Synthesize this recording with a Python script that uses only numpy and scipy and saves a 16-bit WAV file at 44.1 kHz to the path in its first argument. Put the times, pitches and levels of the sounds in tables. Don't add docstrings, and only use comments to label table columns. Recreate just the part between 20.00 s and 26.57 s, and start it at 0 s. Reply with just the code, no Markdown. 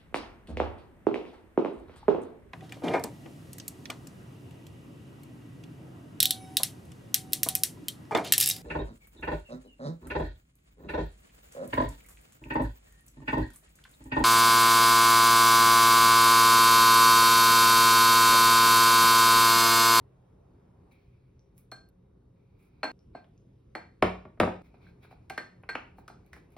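import sys
import numpy as np
from scipy import signal
from scipy.fft import rfft, irfft, next_fast_len
from scipy.io import wavfile
from scipy.ndimage import uniform_filter1d

SR = 44100
rng = np.random.default_rng(int(sys.argv[2]) if len(sys.argv) > 2 else 0)


def how_loud(loudness_db):
    steps = np.asarray(loudness_db, float) / 20
    return 10 ** steps


def transcribe(signal):
    frames = np.atleast_2d(signal).T
    limited = np.clip(frames, -1, 1)
    pcm = np.round(limited * 32767).astype(np.int16)
    wavfile.write(sys.argv[1], SR, pcm)


N = 289737


def evened(x):
    return x / np.sqrt(np.mean(x ** 2) + 1e-20)


def read(points, hz):
    f, value = np.transpose(points)
    return np.interp(np.log(hz + 1), np.log(f + 1), value)


def diffuse(size, spectrum, patchy_db):
    # freq_hz, likeness [0-1]
    port_likeness = [(60, 1), (160, 0.97), (270, 0.99), (450, 0.11), (800, 0.19), (1500, 0.37),
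                     (3300, 0.31), (6000, 1), (9000, 0.71)]
    frames, hz = size // 256 + 5, np.fft.rfftfreq(1024, 1 / SR)
    a, b, c, d, patches = rng.standard_normal((frames, 513, 5)).T
    patches = uniform_filter1d(patches, size=12, axis=0)
    patches = evened(uniform_filter1d(patches, size=14, axis=1))
    same = np.clip(read(port_likeness, hz), -1, 1)[:, None]
    left = a + 1j * b
    right = same * left + np.sqrt(1 - same ** 2) * (c + 1j * d)
    z = np.array([left, right]) * how_loud(read(spectrum, hz)[:, None] + patchy_db * patches)
    return evened(signal.istft(z, nperseg=1024, noverlap=768)[1][:, :size])


def room(wet_db):
    # freq_hz, t60_s
    room_t60 = [(60, 0.59), (200, 0.4), (1000, 0.33), (4000, 0.37), (8000, 0.36), (16000, 0.1)]
    size = SR // 2
    hz, t, z = signal.stft(diffuse(size, [(20, 0.017), (20000, 0.0043)], 0), SR, nperseg=256)
    decay = how_loud(-60 * t / read(room_t60, hz)[:, None])
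    tail = signal.istft(z * decay, SR, nperseg=256)[1][:, :size]
    tail = tail * np.clip(np.arange(size) / SR / 0.0018 - 1, 0, 1)
    tail = how_loud(wet_db) * tail / np.linalg.norm(tail[0])
    tail[:, 0] = 1
    return tail


def kitchen_hum(hum_db):
    # freq_hz, level_db
    hum_spectrum = [(25, -31.5), (38, -3), (50, 3), (120, -5.5), (200, -11), (300, -12.5), (420, -13),
                    (640, -28.5), (1100, -32), (1700, -40), (2400, -40), (3600, -46.5), (6500, -51),
                    (12000, -56.5), (16000, -74)]
    return how_loud(hum_db) * diffuse(N, hum_spectrum, 1.5)


def distant_wash(wash_db):
    # freq_hz, level_db
    wash_spectrum = [(200, -11.5), (500, 3.5), (1000, 0.5), (1600, -12.5), (3000, -34.5), (6000, -37.5)]
    return how_loud(wash_db) * diffuse(N, wash_spectrum, 1.5)


def appliance_tones():
    # pitch_hz, level_db, width_hz
    tone_bands = [(126, -66, 10), (180, -69, 10), (402, -77, 8), (542, -82, 8), (3750, -100, 110),
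                  (5950, -106, 50)]
    hz = np.fft.rfftfreq(N, 1 / SR)
    total = 0
    for pitch_hz, level_db, width_hz in tone_bands:
        noise = rfft(diffuse(N, [(20, 0), (20000, 0.056)], 0))
        band = np.exp(-((hz - pitch_hz) / width_hz) ** 2)
        total = total + how_loud(level_db) * evened(irfft(noise * band, N))
    return total


def rustle():
    # freq_hz, level_db
    scrape_spectrum = [(300, -31), (750, 2), (1400, -5), (1900, -8), (2350, 7), (2900, -11.5), (4100, -9),
                       (5500, -18), (8000, -34)]
    # freq_hz, level_db
    fizz_spectrum = [(4000, -27), (6000, 0.5), (9000, -1.5), (11500, 3), (14000, -0.5), (16000, 7.5)]
    # start_s, hold_s, scrape_db, fizz_db
    strokes = [(0.923, 0.0027, -73, -72.5), (1.583, 0.0042, -74.5, -60), (2.596, 0.076, -78, -77.5),
               (3.16, .005, -61, -100), (4.646, 0.022, -69, -77), (4.746, .01, -71, -100),
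               (4.821, 0.076, -67.5, -82), (5.032, 0.019, -61, -71), (5.114, 0.0054, -63, -73),
               (5.455, 0.022, -74, -86), (5.856, 0.03, -78, -105), (5.985, 0.0067, -70, -68),
               (6.266, 0.0041, -75, -80), (6.338, 0.039, -64.5, -74), (6.522, 0.012, -74.5, -75)]
    # start_s, end_s, first_db, last_db
    pouring_and_stirring = [(0.913, 1.56, -71.5, -96.5), (2.347, 2.921, -87, -76.5),
                            (4.621, 6.57, -84, -86)]
    rise_db_per_s, scrape_fall_db_per_s, fizz_fall_db_per_s = 900, 235, 420
    bed_fizz_db, still_fizz_db = -14.5, -108

    t = np.arange(N) / SR
    bed = 0
    for start_s, end_s, first_db, last_db in pouring_and_stirring:
        level_db = np.interp(t, [start_s, end_s], [first_db, last_db])
        bed = bed + how_loud(level_db) * (t >= start_s) * (t < end_s)
    scrape_power = bed ** 2
    fizz_power = (bed * how_loud(bed_fizz_db)) ** 2 + how_loud(still_fizz_db) ** 2
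    for start_s, hold_s, scrape_db, fizz_db in strokes:
        before_s = np.maximum(start_s - t, 0)
        after_s = np.maximum(t - start_s - hold_s, 0)
        rise_db = -rise_db_per_s * before_s
        scrape_power = scrape_power + how_loud(scrape_db + rise_db - scrape_fall_db_per_s * after_s) ** 2
        fizz_power = fizz_power + how_loud(fizz_db + rise_db - fizz_fall_db_per_s * after_s) ** 2
    grain = how_loud(0.7 * evened(uniform_filter1d(rng.standard_normal(N), size=300)))
    scrape = np.sqrt(scrape_power) * diffuse(N, scrape_spectrum, 1.6)
    fizz = np.sqrt(fizz_power) * diffuse(N, fizz_spectrum, 2.1)
    return grain * (scrape + fizz)


def ticks():
    # start_s, level_db, pitch_hz
    tick_rows = [(0.919, -64, 3980), (1.394, -58, 5760), (1.58, -44.5, 11300), (1.889, -53.5, 12000),
                 (2.628, -62, 10700), (2.992, -58.5, 5470), (3.29, -71.5, 13000), (3.378, -61, 6330),
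                 (3.381, -68.5, 5250), (5.628, -64.5, 10900), (6.264, -55.5, 12230), (6.366, -57, 11000),
                 (6.385, -64, 11000), (6.449, -73, 11500), (6.505, -64, 11100), (6.521, -60, 11660),
                 (6.535, -65.5, 11700)]
    t = np.arange(400) / SR
    for start_s, level_db, pitch_hz in tick_rows:
        cycles = np.exp(-t * pitch_hz / 5.0) * np.sin(2 * np.pi * pitch_hz * t)
        yield start_s, how_loud(level_db) * (cycles + 0.58 * (t == 0)), 0


def blows(rows, colour, modes, burst_s, spread_s, bump_db, bass_db, upper_db):
    held_from_s = 4.62
    upper_per_treble = .45
    even = .45
    lead_in, burst_size = 100, 2000

    t, hz = np.arange(SR // 2) / SR, np.fft.rfftfreq(SR // 2, 1 / SR)
    late = np.exp(-4j * np.pi * spread_s * (np.sqrt(500 * hz) - hz / 12))
    bass = 1 / (1 + (hz / 450) ** 2)
    treble = 1 / (1 + (3500 / (hz + 1)) ** 2)
    apart_s = np.array([[.00001], [-.00001]])
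    times = np.array([row[0] for row in rows] + [N])
    chance = rng.standard_normal((len(rows), burst_size + len(modes)))
    for (start_s, peak_db, centre_hz, treble_db, ring_db), z in zip(rows, chance):
        bump = np.exp(-(np.log2((hz + 1) / centre_hz) / .32) ** 2)
        deep = np.log2(1500 / centre_hz)
        shape_db = read(colour, hz) + bump_db * bump + bass_db * deep * bass + treble_db * treble
        burst = np.pad(z[:burst_size] * np.exp(-t[:burst_size] / burst_s), (lead_in, 0))
        burst[lead_in] = 4.46
        rattle = rfft(burst, len(t))
        rattle = rattle / (abs(rattle) + 1) ** even
        burst = irfft(rattle * late * how_loud(shape_db), len(t))[:4096]
        burst = burst * np.clip((np.arange(4096) - 85) / 12, 0, 1)
        burst = burst / abs(signal.hilbert(burst)).max()

        held = int(start_s > held_from_s)
        ring = 0
        for (pitch_hz, mode_db, t60_s), chance_db in zip(modes, z[burst_size:]):
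            level_db = mode_db + ring_db + chance_db
            if pitch_hz > 3000:
                level_db += upper_db[held] + upper_per_treble * treble_db * (1 - held)
            damping = 1.5 if held and pitch_hz < 3000 else 1
            decay = how_loud(level_db - 60 * t / t60_s * damping)
            ring = ring + decay * np.sin(2 * np.pi * pitch_hz * (t + apart_s))
        touched_s = times[times > start_s + .03][0] - start_s
        ring = ring * (1 - np.exp(-t / .002)) * np.exp(-np.maximum(t - touched_s, 0) / 0.0016)
        ring = np.pad(ring, ((0, 0), (lead_in, 0)))[:, :len(t)]
        yield start_s - lead_in / SR, how_loud(peak_db) * burst, how_loud(peak_db) * ring


def spoon_knocks():
    # start_s, peak_db, centre_hz, treble_db, ring_db (against the peak)
    knock_rows = [(1.716, -34.5, 1260, 33, -23.5), (1.721, -38, 700, -37, -12.5),
                  (2.831, -18.5, 2390, 2, -16.5), (2.841, -20.5, 780, 16, -33), (2.85, -30, 935, 2, -36),
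                  (3.149, -31, 730, -17.5, -22), (3.243, -55.5, 3360, 12, -38),
                  (3.751, -25, 2035, 12.5, -28.5), (3.756, -27.5, 753, 0, -37.5),
                  (4.742, -49, 705, -8, -28), (4.866, -52, 1600, -22, -13), (5.046, -52.5, 1405, -13, -28),
                  (5.11, -45.5, 750, -1, -45), (5.124, -44, 730, -12, -40), (5.298, -31.5, 2270, 29, -12),
                  (5.303, -31, 820, -11, -36), (5.377, -22, 1930, 16.5, -14), (5.399, -39.5, 664, -1, -20),
                  (5.634, -40, 2550, -18.5, -42), (5.69, -22.5, 2020, 10.5, -9.5),
                  (5.697, -30, 2140, 15, -47), (5.752, -20, 2560, -3, -28), (5.983, -41, 792, -18, -28),
                  (6.079, -38.5, 1320, 33.5, -28), (6.099, -42, 781, 2, -15), (6.331, -37, 1900, 29.5, -28),
                  (6.364, -47.5, 1753, -57.5, -27), (6.565, -39, 718, 10, -20)]
    # freq_hz, level_db
    knock_colour = [(100, -26), (250, 10), (700, 9), (1500, 5.5), (2400, -5.5), (3500, -15), (6000, -24),
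                    (9000, -33.5), (12000, -37.5), (16000, -37)]
    # pitch_hz, level_db, t60_s
    glass_modes = [(1577, 0, .33), (1609, -4, .2), (2075, -7, .14), (2390, -10, .17), (4279, -2, .12),
                   (4287, -4, .33), (4328, -7, .28), (7960, -22, .1), (8045, -19, .22), (12620, -30, .15)]
    return blows(knock_rows, knock_colour, glass_modes, burst_s=0.005, spread_s=0.0032,
                 bump_db=12.0, bass_db=9.7, upper_db=[0, -10])


def bottle_thuds():
    # start_s, peak_db, centre_hz, treble_db, ring_db (against the peak)
    thud_rows = [(4.024, -6.5, 756, 0.5, -18.5), (4.032, -18, 479, -12, -25),
                 (4.251, -40.5, 374, -13.5, -7.5), (4.373, -49.5, 451, -20.5, -26),
                 (4.4, -7.5, 560, 7, -20), (4.409, -12.5, 500, -27, -14.5),
                 (4.432, -14.5, 596, -13.5, -12.5), (4.474, -20, 450, -55, -14)]
    # freq_hz, level_db
    thud_colour = [(40, -49), (100, -5.5), (220, -4), (600, 7), (1200, 1.5), (2200, -4.5), (3500, -16.5),
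                   (6000, -29), (10000, -35.5), (16000, -42)]
    # pitch_hz, level_db, t60_s
    counter_and_jar_modes = [(60, -8, .55), (97, -6, .35), (183, -4, .5), (225, -2, .2), (335, -4, .15),
                             (375, -2, .2), (555, -3, .15), (624, -3, .18), (845, -7, .15), (1140, -8, .15),
                             (3868, -29, .3), (3893, -26, .35)]
    return blows(thud_rows, thud_colour, counter_and_jar_modes, burst_s=0.0044, spread_s=0.00402,
                 bump_db=1, bass_db=2.8, upper_db=[-2])


def scene():
    # start_s, hum_db, wash_db
    passages = [(0, -57.5, -71), (.917, -59.5, -85), (1.902, -61, -80.5), (2.917, -58, -91.5),
                (4.62, -56.5, -74.5)]
    starts_s, hum_db, wash_db = np.transpose(passages)
    ends = np.round(np.append(starts_s[1:], N / SR) * SR).astype(int)
    passage = np.searchsorted(ends, np.arange(N), "right")
    mix = kitchen_hum(hum_db[passage]) + distant_wash(wash_db[passage]) + appliance_tones() + rustle()
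    rooms = [room(-5.0) for _ in range(8)]
    hits = [*spoon_knocks(), *bottle_thuds(), *ticks()]
    for k, (start_s, sound, ring) in enumerate(hits):
        at = round(start_s * SR)
        end = ends[passage[min(at + 200, N - 1)]]
        heard = signal.fftconvolve(sound[None], rooms[k % 8], axes=1)[:, :SR // 2] + ring
        heard = heard[:, :end - at]
        mix[:, at:at + heard.shape[1]] += heard
    return mix


def band_limit(x):
    return signal.sosfilt(signal.butter(12, 16680, fs=SR, output="sos"), x)


def record(dry):
    # freq_hz, lead_rad
    left_lead = [(100, 0), (2000, .1), (5200, .7), (6800, 2.8), (7900, 3.5), (9800, 6.1), (10900, 6.4),
                 (12800, 9.1), (14200, 9.6), (15300, 12.3), (16300, 12.9)]
    # low_hz, high_hz
    band_limits = [40, 15900]
    low_hz, high_hz = band_limits
    size = next_fast_len(N + 4096)
    hz = np.fft.rfftfreq(size, 1 / SR)
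    turn = np.exp(.5j * read(left_lead, hz))
    band = hz ** 4 / (hz ** 4 + low_hz ** 4) / (1 + (hz / high_hz) ** 60)
    ports = irfft(rfft(dry, size) * band * np.array([turn, 1 / turn]), size)[:, :N]
    return band_limit(ports)


dry = scene()
out = record(dry)
transcribe(out)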